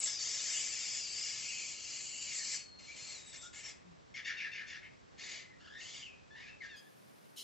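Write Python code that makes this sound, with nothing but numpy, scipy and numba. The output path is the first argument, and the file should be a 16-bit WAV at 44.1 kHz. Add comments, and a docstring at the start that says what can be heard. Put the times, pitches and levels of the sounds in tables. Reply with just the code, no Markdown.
"""A young macaque screams in one long, shrill, harsh stretch that breaks up, as a troop squabbles on a
tiled temple terrace. Short chattering barks follow, then hoarse screams that slide into whistles and
whimpers, and a last shriek. Each cry is air pushed through the vocal folds: blown hard they shake wildly,
blown gently they swing evenly, and the mouth and throat ring along. Walls throw the cries back
over a faint outdoor rumble and one far-off hoot."""
import sys
import numpy as np
from scipy import signal
from scipy.fft import rfft, irfft, next_fast_len
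from scipy.io import wavfile
from scipy.ndimage import uniform_filter1d
from numba import njit

SR = 44100
rng = np.random.default_rng(int(sys.argv[2]) if len(sys.argv) > 2 else 0)


def waveform_to_disk(signal):
    """Save audio, clipped to [-1, 1], as 16-bit WAV at the path in sys.argv[1]."""
    frames = np.transpose(np.atleast_2d(signal))
    scaled = np.clip(frames, -1, 1) * 32767
    samples = np.round(scaled).astype(np.int16)
    wavfile.write(sys.argv[1], SR, samples)


N = 327663
TIME = np.arange(N) / SR
SIDES = np.array([[1], [-1]])   # plus for the left ear, minus for the right


def from_db(db):
    """Turn decibels into a number to multiply by."""
    return 10 ** (np.asarray(db) / 20)


def rms_one(x):
    """Scale a sound to an average power of 1."""
    return x / np.sqrt(np.mean(x ** 2) + 1e-20)


def at_hz(points, hz):
    """Read between a table's rows, with octaves evenly spaced."""
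    points = np.array(points)
    return np.interp(np.log(np.maximum(hz, 1)), np.log(points[:, 0]), points[:, 1])


def in_time(rows):
    """The samples that a table spans, and its columns at those samples."""
    times, *columns = np.transpose(rows)
    at = np.flatnonzero((TIME >= times[0]) & (TIME <= times[-1]))
    return at, [np.interp(TIME[at], times, column) for column in columns]


def add(out, at, sound):
    """Mix a sound in, fading its ends over 3 ms."""
    edge = np.minimum(np.arange(len(at)), np.arange(len(at))[::-1])
    out[at] += sound * np.minimum(edge / (.003 * SR), 1)


def drift(rate_hz, size):
    """A smooth random wiggle, typically about 1 in size."""
    r = np.exp(-16 * np.pi * rate_hz / SR)
    slow = signal.lfilter([1], [1, -2 * r, r * r], rng.standard_normal(size // 8 + 2000))[1000:]
    return np.interp(np.arange(size) / 8, np.arange(len(slow)), rms_one(slow))


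def shaped(x, gain_at):
    """Turn each frequency up or down by gain_at(hz)."""
    size = next_fast_len(N + SR)
    return irfft(rfft(x, size) * gain_at(np.arange(size // 2 + 1) * SR / size), size)[..., :N]


def keep_band(x, low_hz, high_hz):
    """Soften everything outside a range of frequencies."""
    return signal.sosfilt(signal.butter(2, [low_hz, high_hz], "band", fs=SR, output="sos"), x)


def cut_bass(x, hz):
    """Fade out what lies below a frequency."""
    return signal.sosfilt(signal.butter(4, hz, "high", fs=SR, output="sos"), x)


# Tone of the rumble and air, shared by both ears or differing between them: f/Hz, relative level/dB
RUMBLE_SHARED = [(15, -50.5), (25, -20.5), (60, -0.5), (102, -1.5), (139, -1), (177, -2), (334, -7),
                 (368, -6.5), (405, -7), (543, -8.5), (1200, -14), (1560, -34), (2640, -120)]
RUMBLE_SPREAD = [(15, -37), (25, -12), (69, -2.5), (156, -0.5), (249, -1), (334, -4), (368, -1.5),
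                 (405, -3), (543, -5), (750, -7), (1200, -13.5), (1560, -49.5), (2640, -120)]
AIR_SHARED = [(600, -24), (1100, -5), (1600, -3.5), (3500, -7.5), (5200, -8.5), (7750, -14.5), (10000, -11),
              (13000, -15.5), (15500, -22)]
AIR_SPREAD = [(650, -36.5), (1100, -6.5), (1740, -7.5), (3000, -17.5), (6000, -21), (10000, -24),
              (15500, -26)]
# Which way the background leans: f/Hz, left minus right/dB
BACKGROUND_LEAN = [(60, -5), (125, -4.5), (250, -0.5), (600, 2.5), (2000, -0.5)]
def background(sway_db=.5):
    """Distant rumble and a thin hiss of air, both very wide."""
    def noise(spectrum, db):
        tinted = shaped(rng.standard_normal(N), lambda hz: from_db(at_hz(spectrum, hz)))
        return from_db(db) * rms_one(tinted)
    shared = noise(RUMBLE_SHARED, db=-68.5) + noise(AIR_SHARED, db=-68.5)
    spread = noise(RUMBLE_SPREAD, db=-61) + noise(AIR_SPREAD, db=-68.5)
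    both = shaped(shared + spread * SIDES, lambda hz: from_db(SIDES * at_hz(BACKGROUND_LEAN, hz) / 2))
    return both * from_db(sway_db * drift(24, N))


# The path of the hoot: t/s, pitch/Hz, level/dB
HOOT_PATH = [(3.83, 177, -77), (3.88, 182, -59.5), (3.93, 166, -65), (3.98, 168, -76)]
def hoot():
    """A soft, nearly pure low note far off."""
    out = np.zeros(N)
    at, (pitch_hz, level_db) = in_time(HOOT_PATH)
    add(out, at, from_db(level_db) * rms_one(np.sin(2 * np.pi * np.cumsum(pitch_hz) / SR)))
    return out


# How long the echoes last: f/Hz, time to fade by 60 dB/s
ECHO_FADE = [(1000, 0.32), (2200, 0.37), (4500, 0.24), (8000, .3)]
def terrace(x, early_db=-8.5, early_s=.013, tail_db=-14, build_s=.026):
    """Floor and near walls answer at once; the buildings around add a tail that loses its treble first."""
    t, edges_hz = TIME[:SR], np.geomspace(700, 16000, 8)
    tail = 0
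    for low, high in zip(edges_hz, edges_hz[1:]):
        band = keep_band(rng.standard_normal((2, SR)), low, high)
        tail += band * np.exp(-np.log(1000) * t / at_hz(ECHO_FADE, np.sqrt(low * high)))
    tail *= 1 - np.exp(-t / build_s)
    early = rng.standard_normal((2, SR)) * np.exp(-t / early_s) * (t > .001)
    response = (from_db(early_db) * rms_one(early) + from_db(tail_db) * rms_one(tail)) / np.sqrt(SR)
    return signal.fftconvolve(x[None], response, axes=1)[:, :N]


# How much of the echoes' left-right contrast is kept: f/Hz, level/dB
ECHO_SPREAD = [(1200, -1), (2500, -8), (5000, -7), (8000, -2.5)]
# How far the wave on the left runs ahead: f/Hz, phase/rad
LEFT_LEAD = [(1100, 1.26), (1700, 0.73), (2500, 0.52), (4400, .03), (7500, 0.29)]
def microphones(direct, echoes, left_db=3.5, left_db_per_s=-.23):
    """Two close microphones hear similar echoes; the cries start on the left and edge inwards."""
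    shared, spread = (echoes[0] + echoes[1]) / 2, (echoes[0] - echoes[1]) / 2
    both = direct + shared + SIDES * shaped(spread, lambda hz: from_db(at_hz(ECHO_SPREAD, hz)))
    both = shaped(both, lambda hz: np.exp(.5j * SIDES * at_hz(LEFT_LEAD, hz)))
    return both * from_db(SIDES * (left_db + left_db_per_s * TIME) / 2)


def breath(start, length, attack_s, release_s, arch_db):
    """One breath of sound swells, arches and dies: its samples, its progress 0-1 and its level in dB."""
    at = np.flatnonzero((TIME > start) & (TIME < start + length + 5 * release_s))
    t = TIME[at] - start
    progress = np.minimum(t / length, 1)
    gain = (1 - np.exp(-t / attack_s)) * np.exp(-np.maximum(t - length, 0) / release_s)
    return at, progress, 20 * np.log10(gain + 1e-9) - arch_db * (2 * progress - 1) ** 2


# Whimpers: t/s, length/s, level/dB, first pitch/Hz, last pitch/Hz, roughness/0-1, brightness/dB per octave
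WHIMPER_CRIES = [(5.594, .16, -62, 1464, 1715, .65, 8), (5.746, .07, -54, 1830, 1986, .4, 4),
                 (6.303, 0.053, -61, 860, 885, 0.11, 5), (6.349, .07, -57, 905, 990, 0.42, 1),
                 (6.686, .072, -57.5, 945, 828, .12, 14), (6.758, 0.038, -58.5, 1610, 1632, 0.15, 19),
                 (6.856, 0.025, -67.5, 1787, 1714, 0.14, 3)]
# How the mouth colours a whimper: f/Hz, level/dB
WHIMPER_TONE = [(800, -8), (1200, -7), (1700, 8.5), (2600, -7.5), (3400, -3.5), (4600, -13.5),
                (6500, -23.5), (8200, -34), (14000, -68)]
def whimpers(jitter=.12, shimmer_db=7):
    """With less pressure the vocal folds swing regularly and give a stack of overtones."""
    out = np.zeros(N)
    for start, length, level_db, first_hz, last_hz, rough, bright_db in WHIMPER_CRIES:
        at, progress, shape_db = breath(start, length, attack_s=.005, release_s=.0051, arch_db=-.5)
        pitch_hz = first_hz + (last_hz - first_hz) * progress
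        phase = 2 * np.pi * np.cumsum(pitch_hz * (1 + jitter * rough * drift(217, len(at)))) / SR
        tone = 0
        for k in range(1, 9):
            overtone_db = at_hz(WHIMPER_TONE, k * pitch_hz) + bright_db * np.log2(min(k, 3))
            tone += from_db(overtone_db) * np.sin(k * phase)
        flicker_db = shimmer_db * rough * np.minimum(drift(130, len(at)), 1.3)
        add(out, at, rms_one(tone) * from_db(level_db + shape_db + flicker_db))
    return out


# A whistle sinking through the shrill screams, and a squeal arching through the second hoarse one:
# t/s, pitch/Hz, level/dB, roughness/0-1
SINKING_WHISTLE = [(.07, 5200, -49, .15), (.17, 4874, -47, .15), (.23, 4430, -47, 0.28),
                   (.3, 4944, -62, .3), (1.0, 5044, -47.5, .45), (1.1, 4600, -48.5, .45),
                   (1.23, 5070, -45, .4), (1.5, 4510, -59.5, 0.4), (2.45, 4500, -54, .4),
                   (2.59, 4427, -57, .15), (2.7, 4300, -61, .13), (2.97, 4190, -61.5, .2),
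                   (3.11, 4410, -52.5, .25), (3.19, 3806, -59.5, 0.1), (3.35, 3805, -63.5, .45),
                   (3.48, 3580, -58, .4)]
SQUEAL = [(5.8, 2620, -56, 0.63), (5.9, 3385, -57, 0.72), (6.01, 3293, -58.5, 0.83),
          (6.07, 2734, -50.5, .55), (6.12, 2486, -63.5, .3), (6.22, 2470, -72.5, .25)]
# Short whistled cries: t/s, length/s, level/dB, first pitch/Hz, last pitch/Hz, roughness/0-1
SHORT_WHISTLES = [(0.0, 0.0091, -29, 7790, 8230, 0.02), (.033, 0.018, -32, 7700, 7490, 0.17),
                  (0.527, 0.083, -49, 2720, 3020, 0.32), (1.424, .23, -49.5, 2660, 2367, 0.59),
                  (2.12, .07, -57, 2994, 2830, 0.1), (2.263, 0.17, -53.5, 2350, 1797, 0.58),
                  (2.878, .05, -53, 2200, 2390, 0.3), (3.26, .05, -57.5, 7830, 7700, 0.08),
                  (3.36, 0.085, -57, 7460, 7580, 0.21), (3.427, 0.049, -55, 1384, 1457, .35),
                  (3.631, 0.054, -54, 5650, 5450, .3), (3.693, 0.028, -58, 4950, 4900, 0.3),
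                  (5.221, .33, -62.5, 2120, 1980, .45), (6.409, .09, -58.5, 2220, 2640, .6),
                  (6.492, 0.021, -52.5, 2660, 2644, 0.02), (6.603, .056, -49.5, 2192, 1643, 0.42)]
def whistles(jitter=.085, waver=.035, shimmer_db=6, flutter_db=1.0, octave_db=-20):
    """Tightly stretched vocal folds give one strong note that wavers and frays as it gets rough."""
    out = np.zeros(N)
    controls = [in_time(SINKING_WHISTLE), in_time(SQUEAL)]
    for start, length, level_db, first_hz, last_hz, rough in SHORT_WHISTLES:
        at, progress, shape_db = breath(start, length, attack_s=.0024, release_s=.016, arch_db=3.5)
        controls.append((at, (first_hz + (last_hz - first_hz) * progress, level_db + shape_db, rough)))
    for at, (pitch_hz, level_db, rough) in controls:
        size = len(at)
        bend = 1 + rough * (jitter * drift(220, size) + waver * drift(30, size))
        phase = 2 * np.pi * np.cumsum(pitch_hz * bend) / SR
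        tone = rms_one(np.sin(phase) + from_db(octave_db) * np.sin(2 * phase))
        flicker_db = shimmer_db * rough * np.minimum(drift(150, size), 1.3) + flutter_db * drift(39, size)
        add(out, at, tone * rms_one(from_db(flicker_db)) * from_db(level_db))
    return out


def folds(pitch_hz, jitter, hiss, size):
    """Vocal folds: an unevenly timed puff at each closure, with hiss that pulses along."""
    turns = np.cumsum(pitch_hz * np.exp(jitter * drift(500, size))) / SR
    puffs = sum(np.cos(2 * np.pi * k * turns) for k in range(1, 10))
    return rms_one(puffs) + hiss * rng.standard_normal(size) * (1 + np.cos(2 * np.pi * turns))


@njit
def resonate(x, hz, width_hz):
    """A resonance: it rings at a moving frequency and lets nearby ones through."""
    angle, r = 2 * np.pi * hz / SR, np.exp(-np.pi * width_hz / SR)
    y = np.zeros(len(x))
    for i in range(2, len(x)):
        ringing = 2 * r * np.cos(angle[i]) * y[i - 1] - r * r * y[i - 2]
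        y[i] = (1 - r * r) / 2 * (x[i] - x[i - 2]) + ringing
    return y


def airway_ring(source, hz, width_hz, wobble):
    """One steep resonance of the mouth and throat, trembling with the strain."""
    centre_hz = hz * (1 + wobble * drift(53, len(source)))
    return rms_one(resonate(resonate(source, centre_hz, width_hz), centre_hz, width_hz))


# How the shriek swells: t/s, level/dB
SHRIEK_SWELL = [(7.36, -60), (7.376, -50.5), (7.405, -50), (7.43, -58)]
# Its resonances: f/Hz, width/Hz, level/dB
SHRIEK_RINGS = [(3100, 470, -5), (4030, 1100, -3), (5000, 1000, -6), (6630, 1100, -8.5), (9500, 5000, -6),
                (12000, 1500, -17), (14400, 1000, -22)]
def shriek():
    """Hissing folds and high resonances make a sudden, very bright rough cry."""
    out = np.zeros(N)
    at, (level_db,) = in_time(SHRIEK_SWELL)
    source = folds(pitch_hz=1030, jitter=.06, hiss=.91, size=len(at))
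    voice = sum(from_db(db) * airway_ring(source, hz, width, wobble=.074) for hz, width, db in SHRIEK_RINGS)
    add(out, at, voice * from_db(level_db))
    return cut_bass(out, hz=2200)


# Barks: t/s, length/s, level/dB, pitch/Hz, lowest resonance at start/Hz, at end/Hz, brightness/dB per octave
BARK_RUN = [(4.139, 0.064, -43.5, 1102, 2250, 1850, -2.5), (4.245, 0.086, -38.5, 905, 2200, 1710, -4),
            (4.366, 0.11, -40.5, 914, 2370, 1750, -7), (4.514, 0.11, -43.5, 898, 2400, 1720, -6),
            (4.666, 0.11, -47, 882, 2200, 1640, -1), (4.824, 0.043, -51.5, 1079, 2200, 2000, -12)]
# Their resonances, before the mouth moves them: f/Hz, width/Hz, level/dB
BARK_RINGS = [(2100, 690, 3), (3020, 350, -10), (3465, 230, -6.5), (4800, 2300, -4.5), (6730, 980, -13.5)]
# How a bark swells: progress/0-1, level/dB
BARK_SWELL = [(0, -11.5), (.17, -5), (.35, -3), (.8, -3), (1, -4.5)]
def barks(release_s=.021, wobble=.05, rasp_db=1.5, rasp_hz=170, dulling_db=5):
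    """Each bark starts as a note, then breaks into a rattle while the mouth closes: it falls and dulls."""
    out = np.zeros(N)
    lowest_hz = BARK_RINGS[0][0]
    for start, length, level_db, pitch_hz, first_hz, last_hz, bright_db in BARK_RUN:
        at, (progress,) = in_time([(start, 0), (start + length, 1), (start + length + 3 * release_s, 1)])
        rattle = np.clip((progress - .17) / .201, 0, 1)
        source = folds(pitch_hz, jitter=.0201 + .18 * rattle, hiss=.65 + .16 * rattle, size=len(at))
        closing = (first_hz + (last_hz - first_hz) * progress) / lowest_hz
        tilt_db = bright_db + dulling_db * (.5 - progress)
        voice = 0
        for k, (hz, width_hz, db) in enumerate(BARK_RINGS):
            gain = from_db(db + tilt_db * np.log2(hz / lowest_hz))
            moved_hz = hz * closing ** (1 / (1 + 2 * k))   # higher resonances move less
            voice += (-1) ** k * gain * airway_ring(source, moved_hz, width_hz, wobble)
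        voice /= np.sqrt(uniform_filter1d(voice ** 2, size=900) + 1e-12)   # even out the level
        voice = rms_one(voice * from_db(rasp_db * rattle * np.minimum(drift(rasp_hz, len(at)), 1.5)))
        release = np.exp(-np.maximum(TIME[at] - start - length, 0) / release_s)
        swell_db = np.interp(progress, *np.transpose(BARK_SWELL))
        add(out, at, voice * release * from_db(level_db + swell_db))
    return cut_bass(cut_bass(out, hz=1280), hz=1280)


def stray_tones(size, wander_hz=150, flicker_db=4.0):
    """Wildly shaking folds scatter their power into extra tones, each wandering and fading on its own."""
    out = 0
    for hz in np.linspace(1300, 8200, 28):
        phase = 2 * np.pi * (np.cumsum(hz + wander_hz * drift(34, size)) / SR + rng.random())
        out += np.sin(phase) * from_db(flicker_db * np.minimum(drift(22, size), 1.7))
    return rms_one(out)


def screams(controls, rings, pitch_hz, jitter, hiss, stray_db, wobble, rasp_db, rasp_hz, rush_db):
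    """Overblown folds shake wildly and drive five resonances; a dull rush of air lies below them."""
    out = np.zeros(N)
    for at, level_db, low_db, top_db, mouth_hz, throat_hz in controls:
        size = len(at)
        pulses = rms_one(folds(pitch_hz * np.exp(.15 * drift(12, size)), jitter, hiss, size))
        source = pulses + from_db(stray_db) * stray_tones(size)
        moving_hz = {0: mouth_hz, 2: throat_hz}   # these replace the first and third frequencies
        boosts_db = [low_db, low_db, 0, 0, top_db]
        voice = 0
        for k, (hz, width_hz, db) in enumerate(rings):
            ring = airway_ring(source, moving_hz.get(k, hz), width_hz, wobble)
            ring /= np.sqrt(uniform_filter1d(ring ** 2, size=1100) + 1e-9)   # steady lungs hold the level
            voice += (-1) ** k * from_db(db + boosts_db[k]) * ring   # neighbours swing opposite ways
        voice = cut_bass(voice, hz=1400)   # so small an animal gives off little bass
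        voice += from_db(rush_db) * rms_one(keep_band(rng.standard_normal(size), 250, 1700))
        add(out, at, voice * from_db(level_db + rasp_db * drift(rasp_hz, size)))
    return out


def scream_breaths(rows, attack_s, release_s, arch_db, dulling):
    """Controls for separate screams: each is loudest and brightest in its middle."""
    controls = []
    for start, length, level_db, low_db, top_db, mouth_hz, throat_hz in rows:
        at, progress, shape_db = breath(start, length, attack_s, release_s, arch_db)
        dull_db = dulling * arch_db * (2 * progress - 1) ** 2
        controls.append((at, level_db + shape_db, low_db + dull_db, top_db - dull_db, mouth_hz, throat_hz))
    return controls


# Hoarse screams: t/s, length/s, level/dB, low boost/dB, top boost/dB, mouth ring/Hz, throat ring/Hz
HOARSE_CRIES = [(5.175, 0.22, -57, 0.5, -5, 2060, 4660), (5.775, 0.24, -60, -3.5, -2, 2070, 4760),
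                (6.355, 0.14, -72, 7.5, -14, 1710, 4970), (6.61, 0.056, -68, 4.5, -12, 1980, 4750)]
# Their resonances: f/Hz, width/Hz, level/dB
HOARSE_RINGS = [(2000, 620, 2.5), (3180, 1800, -2), (4860, 1060, 2), (6060, 1100, -3.5), (7040, 1270, 1)]
def hoarse_screams():
    """Slower folds and more rushing air make lower, breathy screams."""
    controls = scream_breaths(HOARSE_CRIES, attack_s=.015, release_s=.03, arch_db=2.5, dulling=.47)
    return screams(controls, HOARSE_RINGS, pitch_hz=999, jitter=.22, hiss=.4, stray_db=2.5,
                   wobble=.017, rasp_db=-1.7, rasp_hz=130, rush_db=-11)


# Short shrill screams: t/s, length/s, level/dB, low boost/dB, top boost/dB, mouth ring/Hz, throat ring/Hz
BROKEN_CRIES = [(0.0, 0.062, -45, -3, 8, 2410, 4540), (2.785, 0.27, -58, 1, -1.5, 2310, 4400),
                (2.955, 0.26, -53, -1, 4, 2260, 4770), (3.19, 0.21, -62, 0, 3.5, 2040, 4900),
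                (3.325, 0.052, -52.5, -1, -3, 2000, 5150), (3.405, 0.076, -54, -11.5, 0, 2190, 5350),
                (3.528, 0.098, -56, 3.5, 6, 2050, 4800), (3.628, 0.084, -50.5, 0.5, 0, 2090, 5360)]
# Their resonances: f/Hz, width/Hz, level/dB
BROKEN_RINGS = [(2196, 930, -4.5), (3330, 2100, -12.5), (4600, 2040, -4), (6200, 1300, -7),
                (7350, 730, -5.5)]
def broken_screams():
    """The shrill voice comes in sudden bursts, one before the long scream and the rest after it."""
    controls = scream_breaths(BROKEN_CRIES, attack_s=.0021, release_s=.012, arch_db=6, dulling=.15)
    return screams(controls, BROKEN_RINGS, pitch_hz=1375, jitter=.23, hiss=.34, stray_db=1.5,
                   wobble=.018, rasp_db=1.5, rasp_hz=110, rush_db=-15.5)


def hollow(x, start_hz=4250, sag_hz_per_s=330, width_hz=550, depth=.6):
    """Cancelling a sinking band carves a gap between the mouth and throat resonances."""
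    return x - depth * resonate(x, start_hz - sag_hz_per_s * TIME, width_hz)


# The effort behind the long scream: t/s, level/dB, low boost/dB, top boost/dB
SCREAM_EFFORT = [(0.05, -56.5, -2, 10), (0.06, -37.5, -11, -3), (0.18, -44, -12, -12.5),
                 (0.21, -40, -12, -5.5), (0.48, -39.5, -10, -6), (0.56, -40.5, -6.5, 1.5),
                 (0.7, -43, -7, -2), (0.77, -43, -6, -3.5), (0.98, -42.5, -7.5, -3), (1.05, -48, -5, -3.5),
                 (1.23, -44.5, -5, -3), (1.52, -45.5, -5, -2.5), (1.7, -47.5, -4.5, -0.5),
                 (1.79, -50.5, -2, -6), (1.92, -46.5, -5, -2.5), (2.13, -52.5, 2, 4), (2.32, -46, -2, -1.5),
                 (2.37, -44.5, -9, 3.5), (2.42, -44, -10, -3.5), (2.55, -40.5, -5.5, -2.5),
                 (2.56, -42, -10.5, -2.5), (2.62, -57.5, 3, -11), (2.66, -68, -16, -19)]
# Its resonances at average effort: f/Hz, width/Hz, level/dB
SHRILL_RINGS = [(2410, 1030, -1.5), (3150, 860, -7), (4560, 2130, -3), (6130, 1500, -6), (7220, 870, 0.5)]
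def long_scream(slack_db=6, trim_db=-1, mouth_hz_per_db=-58.5, throat_hz_per_db=35):
    """The young macaque's effort sets the level and pushes the mouth and throat resonances apart."""
    at, (level_db, low_db, top_db) = in_time(SCREAM_EFFORT)
    strain_db = np.maximum(level_db - level_db.mean(), -slack_db)
    mouth_hz = SHRILL_RINGS[0][0] + mouth_hz_per_db * strain_db
    throat_hz = SHRILL_RINGS[2][0] + throat_hz_per_db * strain_db
    controls = [(at, level_db + trim_db, low_db, top_db, mouth_hz, throat_hz)]
    return hollow(screams(controls, SHRILL_RINGS, pitch_hz=1500, jitter=.3, hiss=.56, stray_db=3.5,
                          wobble=.024, rasp_db=.93, rasp_hz=130, rush_db=-23.5))


def scene(echo_db=3.5, echo_db_per_s=.7546):
    """The cries come from a little left of centre; their echoes gain as the macaques move off."""
    cries = long_scream() + broken_screams() + hoarse_screams()
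    cries += barks() + shriek() + whistles() + whimpers()
    echoes = terrace(cries * from_db(echo_db + echo_db_per_s * TIME))
    return microphones(cries, echoes) + hoot() + background()


def record(dry, narrow_hz=7950, top_hz=15650, opens_s=6.755, bass_cut_hz=115, leak_db=-63.5):
    """The top is cut hard; near the end the treble opens and the bass thins."""
    def cut_treble(x, edge_hz):
        return shaped(x, lambda hz: 1 / np.sqrt(1 + (hz / edge_hz) ** 200))
    narrow = cut_treble(dry, narrow_hz) + from_db(leak_db) * dry
    opened = np.clip((TIME - opens_s) / .01, 0, 1)
    return cut_treble((1 - opened) * narrow + opened * cut_bass(dry, bass_cut_hz), top_hz)


dry = scene()
out = record(dry)
waveform_to_disk(out)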